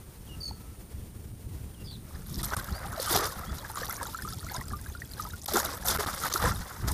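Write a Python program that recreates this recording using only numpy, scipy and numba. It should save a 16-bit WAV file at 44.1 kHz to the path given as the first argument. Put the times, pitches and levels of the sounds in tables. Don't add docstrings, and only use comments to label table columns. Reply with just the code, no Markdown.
import sys
import numpy as np
from scipy import signal
from scipy.fft import rfft, irfft
from scipy.io import wavfile
from numba import njit

SR = 44100
rng = np.random.default_rng(int(sys.argv[2]) if len(sys.argv) > 2 else 0)


def waveform_to_disk(signal):
    frames = np.transpose(np.atleast_2d(signal))
    scaled = np.clip(frames, -1, 1) * 32767
    samples = np.round(scaled).astype(np.int16)
    wavfile.write(sys.argv[1], SR, samples)


N = 305613


def from_db(db):
    return 10 ** (np.asarray(db) / 20)


def rms_one(x):
    return x / np.sqrt(np.mean(x ** 2) + 1e-20)


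def in_time(rows):
    times, *columns = np.transpose(rows)
    return [np.interp(np.arange(N) / SR, times, c, left=c[0] - 40) for c in columns]


def at_hz(points, hz):
    point_hz, point_db = np.array(points).T
    return np.interp(np.log(hz), np.log(point_hz), point_db)


def drift(corner_hz):
    pole = np.exp(-40 * np.pi * corner_hz / SR)
    noise = rng.standard_normal(N // 20 + 2002)
    slow = signal.lfilter([1], [1, -2 * pole, pole * pole], noise)[2000:]
    return np.interp(np.arange(N) / 20, np.arange(len(slow)), rms_one(slow))


def butterworth(order, hz, kind, x):
    return signal.sosfilt(signal.butter(order, hz, kind, fs=SR, output="sos"), x)


def coloured(x, spectrum):
    hz = np.clip(np.fft.rfftfreq(N, 1 / SR), 1, 14800)
    return rms_one(irfft(rfft(x) * from_db(at_hz(spectrum, hz)), N))


@njit
def add(out, start, hz, height, t60, rise, rate):
    for k in range(len(start)):
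        phase, length = 0.0, int(t60[k] * rate * .7)
        for i in range(min(length, len(out) - start[k])):
            age = i / (t60[k] * rate)
            phase += 2 * np.pi * hz[k] * (1 + rise[k] * age) / rate
            decay = np.exp(-6.9 * age)
            onset = min(1.0, .5 * i * hz[k] / rate)
            out[start[k] + i] += height[k] * np.sin(phase) * decay * onset


def swarm(per_s, spectrum, cycles, spread_db, clump_db, rise):
    draws = rng.random((N, 5))
    clumps = from_db(clump_db * drift(25))
    born = draws[:, 0] < per_s * clumps / clumps.mean() / SR
    _, pitch, size, life, climb = draws[born].T
    low_hz, high_hz = spectrum[0][0], spectrum[-1][0]
    hz = low_hz * (high_hz / low_hz) ** pitch
    t60 = cycles * 1.64 ** (2 * life - 1) / hz
    spreads = np.minimum(-np.log(size + 1e-9), 3.6)
    height = from_db(at_hz(spectrum, hz) + spread_db * spreads) * hz
    out = np.zeros(N)
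    add(out, np.flatnonzero(born), hz, height, t60, rise * climb, SR)
    return rms_one(out)


def swells(steady_db, start, hold, peak_db, rise, fall):
    t = np.arange(0, N + 64, 64)[:, None] / SR
    before = np.clip(start - t, 0, None)
    after = np.clip(t - start - np.abs(hold), 0, None)
    shape_db = peak_db - rise * before - fall * after
    power = np.interp(np.arange(N) / SR, t[:, 0], np.sum(10 ** (shape_db / 10), axis=1))
    return 10 * np.log10(10 ** (steady_db / 10) + power)


# (frequency [Hz], relative level [dB])
HISS_SPECTRUM = [(290, -0.5), (500, -4.5), (685, -7.5), (1810, -14.5), (3340, -17), (9350, -17.5),
                 (15200, -14)]
HISS_DB = -53
INSECT_HZ, INSECT_WIDTH_HZ, INSECT_DB = 9260, 910, -63.5


def field():
    band_hz = [INSECT_HZ - INSECT_WIDTH_HZ / 2, INSECT_HZ + INSECT_WIDTH_HZ / 2]
    song = butterworth(2, band_hz, "band", rng.standard_normal(N))
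    hiss = coloured(rng.standard_normal(N), HISS_SPECTRUM) * from_db(HISS_DB + 1.8 * drift(19))
    return hiss + from_db(INSECT_DB) * rms_one(song)


# (time [s], rumble level [dB])
BREEZE = [(0.0, -42.5), (.6, -45), (1.3, -41), (2.0, -42), (2.6, -42), (3.6, -43.5), (4.5, -41.5),
          (4.9, -44.5), (6.1, -41), (6.93, -49.5)]
# (time of full strength [s], hold [s], peak level [dB])
GUSTS = [(0.323, 0.019, -38.5), (1.507, 0.039, -37), (1.89, 0.015, -53), (2.24, 0.28, -38),
         (2.88, 0.018, -41), (3.167, 0.024, -31), (3.49, 0.017, -37), (4.59, .02, -41), (5.567, 0.016, -52),
         (5.954, 0.024, -35), (6.446, 0.089, -28.5), (6.866, 0.022, -29.5)]
GUST_RISE_DB_PER_S, GUST_FALL_DB_PER_S = 167, 149
# (frequency [Hz], relative level [dB])
RUMBLE_SPECTRUM = [(8.8, -73), (15, -16), (70, -0.5), (162, -11.5), (193, -11), (250, -19), (425, -24.5),
                   (700, -57), (1540, -120)]


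def wind():
    breeze_db = in_time(BREEZE)[0]
    level_db = swells(breeze_db, *np.transpose(GUSTS), GUST_RISE_DB_PER_S, GUST_FALL_DB_PER_S)
    lumps = from_db(2.5 * drift(23.0) + 2.0 * drift(8.7))
    rumble = coloured(rng.standard_normal(N), RUMBLE_SPECTRUM)
    return from_db(level_db) * rms_one(rumble * lumps)


# (time [s], pitch [Hz], level [dB])
WHISTLES = [
    [(.27, 3000, -66), (.278, 3280, -55), (.286, 3160, -75), (.293, 2890, -55), (.357, 2810, -53)],
    [(1.743, 3250, -49), (1.756, 2950, -70), (1.79, 2800, -64), (1.83, 2780, -56)],
    [(2.692, 2730, -54), (2.714, 3350, -62), (2.733, 4000, -53), (2.752, 4620, -47.5), (2.795, 4930, -53)],
    [(3.46, 3150, -57), (3.495, 3460, -54), (3.52, 3350, -60)],
    [(.33, 1300, -66), (.63, 1313, -68), (.76, 1340, -69)],
]


def whistles():
    t, out = np.arange(N) / SR, np.zeros(N)
    for note in WHISTLES:
        s, hz, db = np.transpose(note)
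        edge = np.clip(np.minimum(t - s[0], s[-1] - t) / 0.0042, 0, 1)
        phase = 2 * np.pi * np.cumsum(np.interp(t, s, hz) + 40 * drift(193)) / SR
        loudness = from_db(np.interp(t, s, db) + 0.65 * drift(60))
        out += np.sqrt(2) * edge * loudness * (np.sin(phase) + 0.17 * np.sin(2 * phase))
    return out


# (start [s], note rate [1/s], first pitch [Hz], last pitch [Hz], length [s],
#   opening chirp above the pitch [Hz], level [dB], second voice [Hz], its relative level [dB], roughness [0-1])
TRILLS = [(0.401, 41, 4670, 4360, 0.11, 1750, -34, 6500, -17.5, 0.1),
          (1.84, 74, 5160, 3660, 0.13, 520, -45, 3480, -8, 0.4)]


def trills():
    t, out = np.arange(N) / SR, np.zeros(N)
    for start, per_s, first_hz, last_hz, length, chirp_hz, db, second_hz, second_db, rough in TRILLS:
        age = np.clip((t - start) / length, 0, 1)
        beat = (t - start) * per_s % 1
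        fall = chirp_hz * np.exp(-(beat / 0.14) ** 2) - 260 * beat ** 8.6
        hz = first_hz + (last_hz - first_hz) * age + fall + 400 * rough * drift(295)
        phase = 2 * np.pi * np.cumsum(hz) / SR
        tone = np.sin(phase) + 0.16 * np.sin(2 * phase) + 0.063 * np.sin(3 * phase)
        second_phase = 2 * np.pi * np.cumsum(second_hz + 400 * rough * drift(380)) / SR
        second_level = np.clip(age / 0.32, 0, 1) ** 2.5 * from_db(second_db + 4.4 * drift(74))
        tone += second_level * np.sin(second_phase)
        note_swell = np.clip((beat / 0.23) ** 2, .08, 1) * np.clip((1 - beat) / 0.17, 0, 1)
        trill_swell = np.sin(np.pi * age) ** 0.46 * (age < 1)
        out += from_db(db + 1.1 * rough * drift(120)) * trill_swell * note_swell * tone
    return out


def birds():
    calls = whistles() + trills()
    echo = np.zeros(N)
    for lag_s, db in ((.023, -29), (.041, -18.5), (.066, -21), (.097, -28)):
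        lag = round(lag_s * SR)
        echo[lag:] += from_db(db) * calls[:-lag]
    return calls + echo


# (time [s], peak level [dB], pitch [Hz], t60 [s])
PLOPS = [(0.51, -25.5, 845, 0.015), (2.108, -38.5, 1150, 0.018), (2.156, -37.5, 1700, 0.018),
         (2.395, -33, 1910, 0.016), (2.535, -18.5, 1460, 0.027), (2.566, -28, 1180, 0.038),
         (2.687, -23, 1360, 0.016), (2.852, -33.5, 805, 0.091), (2.976, -25, 635, 0.052),
         (2.997, -18, 517, 0.03), (3.108, -21.5, 340, 0.052), (3.155, -12, 734, 0.028),
         (3.194, -26, 1136, 0.061), (3.245, -29, 1210, 0.076), (3.648, -27.5, 1640, 0.029),
         (3.698, -32, 870, 0.062), (3.758, -22, 1270, 0.016), (3.779, -29, 1190, 0.026),
         (3.816, -24, 505, 0.035), (3.832, -23.5, 1730, 0.023), (3.886, -28, 861, 0.025),
         (3.909, -32, 2030, 0.03), (4.012, -21, 1040, 0.025), (4.054, -30, 1370, 0.035),
         (4.082, -37, 890, 0.088), (4.146, -24, 1314, 0.049), (4.188, -29, 1500, 0.039),
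         (4.222, -31.5, 1730, 0.027), (4.249, -28.5, 1220, 0.057), (4.275, -30.5, 1325, 0.065),
         (4.324, -35.5, 1296, 0.082), (4.466, -31.5, 1340, 0.035), (4.487, -32.5, 2070, 0.026),
         (4.545, -29, 977, 0.075), (4.611, -30, 1930, 0.03), (4.614, -31.5, 1080, 0.037),
         (4.733, -28, 1190, 0.09), (4.861, -33.5, 1580, 0.033), (4.95, -31.5, 1410, 0.046),
         (5.019, -26, 1840, 0.025), (5.197, -25, 1214, 0.05), (5.27, -32.5, 956, 0.036),
         (5.335, -33, 1425, 0.058), (5.484, -24, 810, 0.035), (5.518, -25.5, 620, 0.048),
         (5.539, -16, 398, 0.043), (5.57, -11.5, 790, 0.02), (5.601, -14, 1590, 0.0083),
         (5.85, -27.5, 720, 0.044), (5.962, -20.5, 1390, 0.024), (5.987, -24, 410, 0.1),
         (6.236, -22, 1310, 0.031), (6.348, -19.5, 356, 0.033), (6.359, -11, 1290, 0.019),
         (6.399, -18, 1180, 0.024), (6.438, -24, 980, 0.028), (6.455, -21.5, 1270, 0.048),
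         (6.511, -26, 1336, 0.077), (6.911, -26.5, 920, 0.027)]


def plops():
    out, impacts = np.zeros(N), np.zeros(N)
    s, db, hz, t60 = np.transpose(PLOPS)
    start = (s * SR).astype(int)
    add(out, start, hz, from_db(db), np.clip(t60, .005, .15), 0.21 * rng.random(len(s)), SR)
    impacts[start] = from_db(db - 2)
    return out + butterworth(1, [600, 4000], "band", impacts + 1e-18)


# (frequency [Hz], relative level [dB])
SPRAY_SPECTRUM = [(1530, -9), (2750, -12.5), (3550, 0), (4530, -2.5), (4980, 1), (6690, -3.5), (8110, -5),
                  (12700, -0.5), (15200, -9)]


def spray_noise():
    return coloured(rng.standard_normal(N), SPRAY_SPECTRUM)


# (time [s], level before the ring and puff offsets [dB], centre [Hz])
SMACKS = [(2.4306, -22, 8750), (2.567, -23, 8940), (2.6434, -30, 12100), (2.9994, -28, 4400),
          (3.027, -22, 10000), (3.1534, -30, 4780), (3.2544, -25, 4800), (3.756, -30.5, 8900),
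          (4.03, -26.5, 8900), (4.069, -33, 12400), (4.179, -36, 11200), (4.3335, -32.5, 5150),
          (4.682, -35, 8300), (5.1353, -35.5, 4170), (5.225, -35, 6000), (5.4584, -20.5, 11400),
          (5.536, -18, 12100), (5.569, -17, 7130), (5.5997, -21.5, 6700), (5.65, -22, 11300),
          (5.658, -27.5, 3820), (5.883, -16.5, 12900), (6.07, -35, 5500), (6.2359, -28, 6640),
          (6.327, -22, 6200), (6.3363, -10, 6330), (6.917, -24, 8800)]


def smacks():
    out, clicks = np.zeros(N), np.zeros(N)
    s, db, hz = np.transpose(SMACKS)
    start = (s * SR).astype(int)
    add(out, start, hz, from_db(db + 4.0), 61.0 / hz, np.zeros(len(s)), SR)
    clicks[start] = from_db(db - 5.5)
    puff = signal.lfilter([1], [1, -np.exp(-1 / (0.0033 * SR))], clicks)
    puff = signal.lfilter([.025], [1, -.975], puff)
    return out + puff * spray_noise()


# (time [s], gurgle level [dB], spray level before mixing [dB], share of separate drips [0-1])
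UNDERLYING_FLOW = [(2.0, -75, -83, 0.3), (2.14, -56, -55.5, 0.33), (2.38, -56, -47.5, 0.68),
                   (2.46, -46.5, -51, 0.43), (2.9, -42, -48, 0.43), (3.4, -44, -46, 0.28),
                   (4.1, -53, -46.5, 0.67), (4.7, -55.5, -54, 1), (5.42, -71, -52.5, 0.74),
                   (5.5, -49, -60, 0.79), (6.2, -44, -39, 0.05), (6.55, -46, -45, 0.34),
                   (6.868, -48, -52, 0), (6.878, -40.5, -37, 0.06), (6.93, -47, -38.5, 0.23)]
# (time of full strength [s], hold [s], gurgle level [dB], spray level before mixing [dB])
SURGES = [(2.438, 0.014, -42.5, -36.5), (2.525, 0.048, -38, -39.5), (3.01, 0.11, -42, -33.5),
          (3.145, 0.021, -30, -25.5), (3.207, 0.054, -35, -34), (3.771, .15, -41, -41.5),
          (3.999, 0.021, -37.5, -48), (4.514, 0.051, -43.5, -45), (5.19, 0.088, -47, -48.5),
          (5.488, 0.0077, -44, -36.5), (5.547, 0.034, -29.5, -31), (5.632, 0.11, -37.5, -42),
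          (5.886, 0.019, -32.5, -27.5), (5.958, 0.12, -35.5, -36.5), (6.242, 0.041, -37.5, -37),
          (6.321, 0.057, -38.5, -34), (6.443, 0.031, -31.5, -31.5)]
SURGE_RISE_DB_PER_S, SURGE_FALL_DB_PER_S = 298, 238
SURGE_MERGES_DRIPS = 0.011


def flow():
    base_gurgle_db, base_spray_db, drip = in_time(UNDERLYING_FLOW)
    s, hold, gurgle_peak_db, spray_peak_db = np.transpose(SURGES)
    gurgle_db = swells(base_gurgle_db, s, hold, gurgle_peak_db, SURGE_RISE_DB_PER_S, SURGE_FALL_DB_PER_S)
    spray_db = swells(base_spray_db, s, hold, spray_peak_db, SURGE_RISE_DB_PER_S, SURGE_FALL_DB_PER_S)
    return gurgle_db, spray_db, np.clip(drip - SURGE_MERGES_DRIPS * (spray_db - base_spray_db), 0, 1)


def slosh(gurgle_db):
    spectrum = [(200, -5.0), (350, -1.0), (600, -5.0)]
    pockets = swarm(130, spectrum, cycles=31.0, spread_db=3.0, clump_db=3.0, rise=0.61)
    return from_db(-35.5 + 2.6 * (gurgle_db + 31.5)) * pockets


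# (frequency [Hz], relative level [dB per Hz])
GURGLE_SPECTRUM = [(290, -40), (500, -8), (1030, -5), (1280, -1.5), (1720, -8), (2110, -12), (2510, -23.5),
                   (3000, -21.5), (3900, -75), (6600, -120)]


def gurgle(drip, stutter, grains):
    bubbles = swarm(420, GURGLE_SPECTRUM, cycles=42.0, spread_db=3.5, clump_db=2.0, rise=0.19)
    bubbles = butterworth(4, 2300, "low", bubbles)
    wash = coloured(rng.standard_normal(N), GURGLE_SPECTRUM)
    wash_db = -14 * drip + 2.8 * stutter + 3.44 * drift(53)
    return grains * bubbles + wash * from_db(wash_db)


FULLER_FROM_S, FULLER_MIDDLE_DB = 5.48, 1


def spray_wash():
    fine = spray_noise()
    large, coarse = (signal.sosfiltfilt(signal.butter(3, hz, fs=SR, output="sos"), fine)
                     for hz in (5200, 8200))
    middle_db = FULLER_MIDDLE_DB * (np.arange(N) / SR > FULLER_FROM_S)
    sizes = large, (coarse - large) * from_db(middle_db), fine - coarse
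    return sum(size * from_db(2.36 * drift(18.4) + 1.9 * drift(59)) for size in sizes)


def spray(drip, stutter, grains):
    bubbles = swarm(500, SPRAY_SPECTRUM, cycles=74.0, spread_db=5.0, clump_db=5.0, rise=0.12)
    ticks = swarm(550, SPRAY_SPECTRUM, cycles=5.1, spread_db=4.5, clump_db=6.0, rise=0.04)
    ticks = butterworth(4, 3300, "high", ticks)
    wash_db = -7 * drip + 7.4 * stutter + 2.14 * drift(110)
    return grains * (bubbles + from_db(-0.5) * ticks) + spray_wash() * from_db(wash_db)


def water():
    gurgle_db, spray_db, drip = flow()
    stutter = np.tanh(drift(24.0)) * np.clip(0.35 + drip, 0, 1)
    grains = from_db(-7.0 + 9.7 * drip)
    return (from_db(gurgle_db) * gurgle(drip, stutter, grains)
            + from_db(spray_db - 3.5) * spray(drip, stutter, grains)
            + slosh(gurgle_db))


def scene():
    return (field() + wind() + birds() + plops() + smacks() + water())[None]


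# (time [s], length [s], depth [dB])
DIPS = [(2.424, 0.0062, -13.5), (2.55, 0.013, -17.5), (3.169, 0.0028, -9), (5.45, 0.0084, -14),
        (5.466, 0.013, -15.5), (5.839, 0.0062, -8.5), (5.967, 0.0037, -15), (5.977, 0.0068, -20),
        (6.051, 0.0088, -16.5), (6.291, 0.0062, -19.5), (6.33, 0.0076, -16)]
CUTOFF_HZ = 15750


def record(dry):
    t, gain_db = np.arange(N) / SR, np.zeros(N)
    for s, length, db in DIPS:
        gain_db += db * np.clip(np.minimum(t - s, s + length - t) / 0.0018 + 1, 0, 1)
    low_pass = signal.cheby2(22, 80, CUTOFF_HZ, fs=SR, output="sos")
    return signal.sosfilt(low_pass, dry * from_db(gain_db))


dry = scene()
out = record(dry)
waveform_to_disk(out)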